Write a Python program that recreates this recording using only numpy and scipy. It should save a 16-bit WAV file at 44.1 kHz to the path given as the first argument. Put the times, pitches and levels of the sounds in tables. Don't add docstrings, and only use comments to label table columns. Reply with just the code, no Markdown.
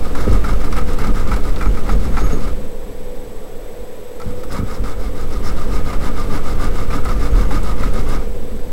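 import sys
import numpy as np
from scipy import signal
from scipy.fft import rfft, irfft, next_fast_len
from scipy.io import wavfile
from scipy.ndimage import uniform_filter1d, map_coordinates

SR = 44100
rng = np.random.default_rng(int(sys.argv[2]) if len(sys.argv) > 2 else 0)


def log_audio(samples):
    frames = np.atleast_2d(samples).T
    limited = np.clip(frames, -1, 1)
    pcm = np.round(limited * 32767).astype(np.int16)
    wavfile.write(sys.argv[1], SR, pcm)


N = 384552
TIME = np.arange(N) / SR

# start in seconds, force in dB.
STROKES = [(0, -43), (0.13, -38), (0.264, -39), (0.416, -37), (0.571, -38.5), (0.7, -36.5), (0.843, -39.5),
           (0.972, -35.5), (1.116, -38.5), (1.252, -35.5), (1.401, -40.5), (1.54, -40.5), (1.708, -41.5),
           (1.838, -38), (1.967, -41.5), (2.115, -37.5), (2.262, -40.5), (2.377, -41.5), (4.191, -50),
           (4.338, -48), (4.486, -37.5), (4.628, -40.5), (4.814, -39.5), (4.959, -42.5), (5.126, -42),
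           (5.269, -42), (5.416, -37), (5.532, -39.5), (5.68, -38), (5.826, -38), (5.989, -36.5),
           (6.124, -38), (6.278, -36.5), (6.414, -38), (6.566, -36), (6.711, -38.5), (6.874, -35.5),
           (7.014, -36.5), (7.169, -37), (7.315, -37), (7.477, -35), (7.606, -38), (7.76, -37.5),
           (7.909, -38.5), (8.049, -36.5)]
# middle and half length in seconds, force in dB.
TURN_RUBS = [(0.248, 0.046, -40), (2.27, 0.016, -39), (2.407, 0.039, -50), (4.304, 0.026, -52),
             (8.224, .035, -45.5)]
# time in seconds, jolt in dB, wet snap in dB.
SNAGS = [(0.15, -8, -30), (0.441, -6.5, -31.5), (0.486, -17, -45.5), (0.53, -26, -37), (0.64, -14, -46),
         (0.724, -9, -34), (0.764, -9, -43), (0.811, -19, -40), (0.985, -15.5, -29), (1.041, -18, -37),
         (1.069, -16, -39), (1.314, -7, -47), (1.361, -14, -31), (1.562, -14.5, -48), (1.609, -4, -31),
         (1.624, -8, -36), (1.656, -8, -37), (1.771, -13, -37), (1.89, -5.5, -45), (2.169, -3.5, -30),
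         (2.179, -5.5, -39), (2.475, -14.5, -39), (2.53, -28, -53), (4.198, -18, -36), (4.216, -14.5, -41),
         (4.433, -19, -38), (4.839, -16, -53), (5.929, -11, -39), (6.903, -11, -36), (6.93, -11.5, -48),
         (7.052, -9, -51), (7.087, -10, -47), (7.508, -9.5, -39), (7.831, -6.5, -41), (8.566, -36, -54)]
# start in seconds, level in dB, seconds to fade by 60 dB,
# overtone in dB compared with the note.
TOOTH_PINGS = [(1.668, -44, .12, -16), (1.911, -43, .14, -15), (2.125, -48, .1, -14), (2.195, -42, .3, -17),
               (2.239, -38.5, .16, -4), (2.321, -34.5, .18, -20), (7.311, -42, .07, -18),
               (7.455, -44, .06, -16)]
# start in seconds, level in dB, pitch in Hz.
JUICE_SPITS = [(0.329, -33, 8000), (0.726, -31, 4500), (0.766, -39, 11000), (0.933, -35, 7500),
               (1.275, -35, 5000), (1.561, -32.5, 4000), (4.216, -37.5, 4200), (4.306, -41, 8500),
               (4.44, -41, 10500), (4.521, -31, 4900), (4.529, -33, 9500), (4.839, -35, 4000),
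               (5.21, -39, 6500), (6.644, -35, 8000), (7.049, -33, 8500), (7.632, -33, 8000),
               (7.936, -35, 9000), (8.089, -35, 9000)]
# middle and half length in seconds, level in dB.
SKIN_SQUEALS = [(4.516, 0.026, -48), (4.75, 0.011, -44.5), (5.334, .015, -43.5), (5.473, 0.036, -40),
                (5.74, 0.026, -45)]
# start in seconds, tray knock in dB, table thud in dB, contact in seconds.
KNOCKS = [(0.265, -1.5, -8, 0.00029), (0.303, -5.5, -3, 0.00018), (0.487, -11, -10, 0.00033),
          (0.812, -18, -16, 0.00074), (1.072, -11.5, -10, 0.00047), (1.31, -35, -11, .0003),
          (1.657, -13, -9, 0.00042), (1.907, -7.5, -6, 0.00029), (2.054, -12.5, -16, 0.00042),
          (2.211, -8.5, -9.5, 0.00026), (2.325, -3, -26, 0.00014), (2.573, -18.5, -41, 0.0003),
          (3.789, -37, -27, 0.00031), (4.252, -17, -23, 0.0014), (4.583, -10.5, -20, 0.00098),
          (4.785, -15, -13.5, 0.0006), (5.049, -21, -12, 0.00092), (7.318, -24, -2, 0.00026),
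          (7.35, -9, -3, 0.00031), (7.551, -18, -11.5, 0.00063), (7.833, -17, -13, 0.00054),
          (8.136, -15.5, -14, 0.00044), (8.513, -17.5, -30, 0.00033)]
# time in seconds, effort in dB.
ARM_EFFORT = [(0, -0.5), (.25, 1.5), (2.45, 0), (2.75, -10), (3.55, -13.5), (4.12, -18), (4.26, -8.5),
              (4.75, -8), (5.6, 0), (8.1, 0.5), (8.3, -5), (8.72, -7)]

# pitch in Hz, width in Hz, level in dB.
SHEET_NOTES = [(743, 36, -5.5), (850, 50, -7.5), (955, 38, -2), (1075, 40, -3), (1222, 44, 7.5),
               (1302, 48, 2.5), (1385, 65, 0.5), (1680, 380, -11), (1925, 90, -6.5), (2150, 110, -5.5),
               (2275, 70, -7), (2740, 220, -15)]
TEETH_NOTES = [(3740, 560, 7), (4470, 290, -9), (5120, 480, 7), (7420, 290, -7)]
SIDE_WALL_NOTES = [(910, 11, -22), (1200, 20, 5), (1255, 30, -3)]
TRAY_NOTES = [(88.3, 8.8, 2), (111.4, 17.7, 1.5), (171, 106, -4), (217, 31, 2.5), (283, 22, -2),
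              (394.6, 50, -4.5), (480, 134, -10)]

# frequency in Hz, level in dB.
TEARING_SPECTRUM = [(300, -19), (700, 20), (1500, 3), (2200, -12.5), (2500, -17.5), (3200, 0.5),
                    (3700, 4.5), (4400, 3.5), (5300, 2.5), (5750, -1), (6700, -1.5), (7600, 4), (8800, -3),
                    (10200, 0), (11000, -4), (13000, -5), (15700, -11)]
JUICE_SPECTRUM = [(2500, -38), (4500, 0.5), (9000, -5.5), (15000, -11)]
SWAY_SPECTRUM = [(2, -3.5), (6, 4.5), (11, 1.5), (17, -5.5), (26, -18), (40, -23.5), (70, -41), (200, -117)]
FAN_AIR_SPECTRUM = [(20, -2), (100, -32), (160, -14), (220, -9.5), (350, -10.5), (420, 6), (480, 7),
                    (560, 1), (630, -11), (740, -6.5), (820, -10.5), (1300, -17.5), (2200, -19.5),
                    (2800, -26.5), (7000, -87)]
HISS_SPECTRUM = [(100, -18), (2800, 8.5), (3500, 14), (4200, 9), (7200, 6), (7850, 10), (8300, 5),
                 (12000, 5), (15200, 4), (15650, 10)]

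# multiple of the blade rate, level in dB.
FAN_TONES = [(2, -50.5), (3, -42), (4, -56), (6, -59.5), (7, -65)]
# pitch in Hz, level in dB.
WHINE_TONES = [(8000, -58), (11321, -63.5), (12679, -63.5), (14643, -72)]

LAST_STROKE_S, REST_S = .15, .25
TEAR_DB, SHEET_DB = -4.5, 9
USUAL_FORCE_DB, SHEET_GROWTH = -38, 1.81
TABLE_TOP_HZ = 43.65


def grating():
    tear_gain, sheet_gain = stroke_gains(tear_power=2.5, full_bite=.78, slip_power=1.9, drag_db=-17)
    grip_db = np.linspace(2, 0, N) * wobble(70)
    pressure = np.clip(tear_gain / amp(-31), 0, 1)
    cells = unit(crackle(rate=1800, spread_db=4.5) + .7 * noise())
    tearing = unit(coloured(cells, TEARING_SPECTRUM)) * tear_gain * amp(grip_db - 1)
    rasp = unit(resonated(cells, TEETH_NOTES)) * tear_gain * amp(-11)
    cracks = fibres(rate=650, centre_hz=6500, pitch_spread=.4, cycles=20, spread_db=4)
    crunch = unit(coloured(cracks, JUICE_SPECTRUM)) * tear_gain * np.sqrt(pressure) * amp(-5)
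    slips = unit(crackle(rate=620, spread_db=.5) + .78 * noise())
    drive = slips * sheet_gain * amp(grip_db + .23 * wobble(60))
    free_ring = resonated(drive * (1 - pressure), SHEET_NOTES)
    pressed_ring = amp(-11) * resonated(drive * pressure, pressed_sheet())
    sheet = amp(14.5) * gliding(cushioned(free_ring + pressed_ring))
    sides = amp(5) * resonated(drive, SIDE_WALL_NOTES)
    tray = unit(resonated(slips, TRAY_NOTES)) * sheet_gain * amp(-5)
    return tearing + rasp + crunch + sheet + sides + tray


def passes():
    rows, direction = [], -1
    gaps = np.diff(np.array(STROKES)[:, 0], append=np.inf)
    for (start, force_db), gap in zip(STROKES, gaps):
        rows.append((start, gap if gap < REST_S else LAST_STROKE_S, force_db, direction))
        direction = -direction if gap < REST_S else 1
    return rows


def stroke_gains(tear_power, full_bite, slip_power, drag_db, stall_s=.017, stall_db=-5):
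    gains, stuck = np.zeros((2, N)), np.zeros(N)
    for start, length, force_db, _ in passes():
        progress = np.linspace(0, 1, int(length * SR)) ** .98
        speed = np.abs(np.sin(np.pi * progress))
        cutting = np.tanh((speed / full_bite) ** tear_power)
        sheet_db = USUAL_FORCE_DB + SHEET_DB + SHEET_GROWTH * (force_db - USUAL_FORCE_DB)
        add(gains[0], start, amp(force_db + TEAR_DB) * unit(cutting))
        add(gains[1], start, amp(sheet_db) * unit(amp(drag_db) + speed ** slip_power))
    for middle, half, force_db in TURN_RUBS:
        gains += amp([[force_db + TEAR_DB], [force_db + SHEET_DB]]) * swell(middle, half)
    for release, _, _ in SNAGS:
        add(stuck, release - stall_s, np.ones(int(stall_s * SR)))
    return gains * amp(stall_db * uniform_filter1d(np.minimum(stuck, 1), SR // 1000))


def fibres(rate, centre_hz, pitch_spread, cycles, spread_db):
    count, t = int(rate * N / SR), np.arange(SR // 250) / SR
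    starts = rng.integers(N, size=(count, 1))
    pitch, size = np.clip(rng.standard_normal((2, count, 1)), -2, 2)
    turns = centre_hz * np.exp(pitch_spread * pitch) * t
    cracks = amp(spread_db * size - 60 * turns / cycles) * np.sin(2 * np.pi * turns)
    positions = starts + np.arange(len(t))
    return unit(np.bincount(positions.ravel(), cracks.ravel(), N)[:N])


def pressed_sheet(damping=1.25, stiffening=1.05):
    return np.array(SHEET_NOTES) * [stiffening, damping, 1]


def gliding(ring, depth=.024):
    place = np.zeros(N)
    for start, length, _, direction in passes():
        add(place, start, -direction * np.cos(np.linspace(0, np.pi, int(length * SR))))
    return map_coordinates(ring, [np.arange(N) + depth * np.cumsum(place)])


def cushioned(push, cutoff_hz=3900):
    return filtered(push, lambda hz: 1 / (1 + 1j * hz / cutoff_hz) ** 2)


def snags(jolt_fade_s, snap_fade_s, snap_rise_s, hard_db):
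    jolts, breaks, snaps = np.zeros((3, N))
    t = np.arange(SR // 8) / SR
    for start, jolt_db, snap_db in list(SNAGS) + light_catches():
        jolt = rng.standard_normal(len(t))
        jolt[0] += 10
        jolt *= amp(jolt_db - 60 * t / jolt_fade_s)
        add(jolts, start, jolt)
        add(breaks, start, jolt * np.clip(amp(jolt_db - hard_db), 0, 1))
        add(snaps, start, amp(snap_db - 60 * t / snap_fade_s) * (1 - np.exp(-t / snap_rise_s)))
    cells = unit(crackle(rate=2900, spread_db=5) + .8 * noise())
    ring = resonated(jolts, pressed_sheet())
    crunch = amp(-1.5) * resonated(breaks, [(820, 34, .5), (1480, 270, -3), (2200, 1500, -14)])
    return cushioned(ring + crunch) + amp(3) * coloured(snaps * cells, TEARING_SPECTRUM)


def light_catches(offset_db=-5, spread_db=2.5):
    rows = []
    for start, force_db in STROKES:
        when, size = rng.uniform(-1.1, 1, 2)
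        moment = start + LAST_STROKE_S * (1 + when / 2) / 2
        snap_db = force_db + offset_db
        rows.append((moment, snap_db + spread_db * size, snap_db))
    return rows


def pings(tooth_hz, overtone_hz):
    out, t = np.zeros(N), np.arange(SR // 4) / SR
    attack = 1 - np.exp(-t / .002)
    for start, db, fade_s, overtone_db in TOOTH_PINGS:
        ring = np.sin(2 * np.pi * tooth_hz * t) + amp(overtone_db) * np.sin(2 * np.pi * overtone_hz * t)
        add(out, start, amp(db + 3 - 60 * t / fade_s) * attack * ring)
    return out


def spits(fade_s, sharpness):
    out, t = np.zeros(N), np.arange(SR // 30) / SR
    for start, db, hz in JUICE_SPITS:
        fizz = signal.filtfilt(*signal.iirpeak(hz, sharpness, SR), rng.standard_normal(len(t)))
        add(out, start, amp(db - 60 * t / fade_s) * unit(fizz))
    return out


def squeals(centre_hz, width_hz):
    gain = sum(amp(db) * swell(middle, half) for middle, half, db in SKIN_SQUEALS)
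    return gain * unit(resonated(noise(), [(centre_hz, width_hz, 0)]))


def knocks(rattle_s, rattle_loss_db, feet_hz):
    pushes, t = np.zeros(N), np.arange(SR // 20) / SR
    for start, db, _, contact_s in KNOCKS:
        push = t / contact_s * np.exp(-t / contact_s)
        for late in np.append(0, rng.random(5)):
            add(pushes, start + late * rattle_s, amp(db - rattle_loss_db * late) * push)
    through_feet = filtered(pushes, lambda hz: 1j * hz / (feet_hz + 1j * hz))
    return amp(14) * resonated(through_feet, TRAY_NOTES)


def table(travel=.85):
    effort_db = np.interp(TIME, *np.transpose(ARM_EFFORT))
    swing = signal.hilbert(unit(coloured(noise(), SWAY_SPECTRUM)))
    swing_size = np.sqrt(.5 + uniform_filter1d(np.abs(swing) ** 2, SR // 10))
    sway = amp(-9 + effort_db) * unit(swing.real / swing_size)
    boom = amp(-21 + 1.5 * effort_db) * unit(resonated(noise(), [(TABLE_TOP_HZ, 11, 0)]))
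    motion = travel * np.tanh((sway + boom + thuds(swell_s=.024)) / travel)
    jitter = unit(crackle(rate=300, spread_db=1) + noise())
    rumble = amp(-30 + .78 * effort_db) * unit(resonated(jitter, TRAY_NOTES))
    return motion + rumble


def thuds(swell_s):
    out, t = np.zeros(N), np.arange(SR // 3) / SR
    thud = t / swell_s * np.exp(1 - t / swell_s) * np.sin(2 * np.pi * TABLE_TOP_HZ * t)
    for start, _, db, _ in KNOCKS:
        add(out, start, amp(db) * thud)
    return out


def kitchen(sound, fade_s, echo_db):
    t = np.arange(SR // 4) / SR
    tail = rng.standard_normal(len(t)) * amp(-60 * t / fade_s) * (t > .003)
    return sound + amp(echo_db) * signal.fftconvolve(sound, tail / np.linalg.norm(tail))[:N]


def fan(blade_hz, drift):
    phase = 2 * np.pi * np.cumsum(blade_hz * (1 + drift * wobble(8))) / SR
    hum = sum(np.sqrt(2) * amp(db + 2.7 * wobble(4.136)) * np.sin(round(k) * phase)
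              for k, db in FAN_TONES)
    return hum + amp(-36) * unit(coloured(noise(), FAN_AIR_SPECTRUM))


def electronics(pulse_hz):
    pulse = .35 + (np.sin(2 * np.pi * pulse_hz * (TIME - .035)) > -.3)
    whine = sum(amp(db + 3) * np.sin(2 * np.pi * hz * TIME) for hz, db in WHINE_TONES)
    return unit(pulse) * whine + amp(-48) * unit(coloured(noise(), HISS_SPECTRUM))


def amp(db):
    return 10 ** (np.asarray(db) / 20)


def unit(x):
    return x / np.sqrt(np.mean(x ** 2) + 1e-20)


def noise():
    return rng.standard_normal(N)


def crackle(rate, spread_db):
    return unit((rng.random(N) < rate / SR) * np.sign(noise()) * amp(spread_db * np.clip(noise(), -2, 2)))


def wobble(rate):
    return map_coordinates(rng.standard_normal(int(N * rate / SR) + 4), [TIME * rate])


def swell(middle_s, half_s):
    return np.exp(-((TIME - middle_s) / half_s) ** 2)


def filtered(x, response):
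    size = next_fast_len(N + SR // 2)
    return irfft(rfft(x, size) * response(np.fft.rfftfreq(size, 1 / SR)), size)[:N]


def coloured(x, spectrum):
    points_hz, db = np.transpose(spectrum)
    return filtered(x, lambda hz: amp(np.interp(np.log(hz + .11), np.log(points_hz), db)))


def resonated(x, notes):
    return filtered(x, lambda hz: sum(
        (-1) ** k * amp(db) * 1j * hz * width / (pitch ** 2 - hz ** 2 + 1j * hz * width)
        for k, (pitch, width, db) in enumerate(notes)))


def add(track, start_s, sound):
    part = track[max(round(start_s * SR), 0):][:len(sound)]
    part += sound[:len(part)]


def scene():
    bites = snags(jolt_fade_s=.075, snap_fade_s=.04, snap_rise_s=.002, hard_db=-18)
    teeth = pings(tooth_hz=6568, overtone_hz=11370)
    juice = spits(fade_s=.028, sharpness=1.6)
    grater = grating() + bites + teeth + juice + squeals(centre_hz=5300, width_hz=570)
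    mono = kitchen(grater, fade_s=.16, echo_db=-20)
    mono += knocks(rattle_s=.055, rattle_loss_db=3, feet_hz=90) + table()
    mono += fan(blade_hz=164.7, drift=.003983) + electronics(pulse_hz=25)
    side = coloured(mono, [(60, -33.5), (250, -56), (1000, -65), (3000, -54), (12000, -30.5)])
    return np.array([mono - side, mono + side])


def record(dry):
    return np.array([filtered(channel, lambda hz: hz < 15800) for channel in np.clip(dry, -1, 1)])


dry = scene()
out = record(dry)
log_audio(out)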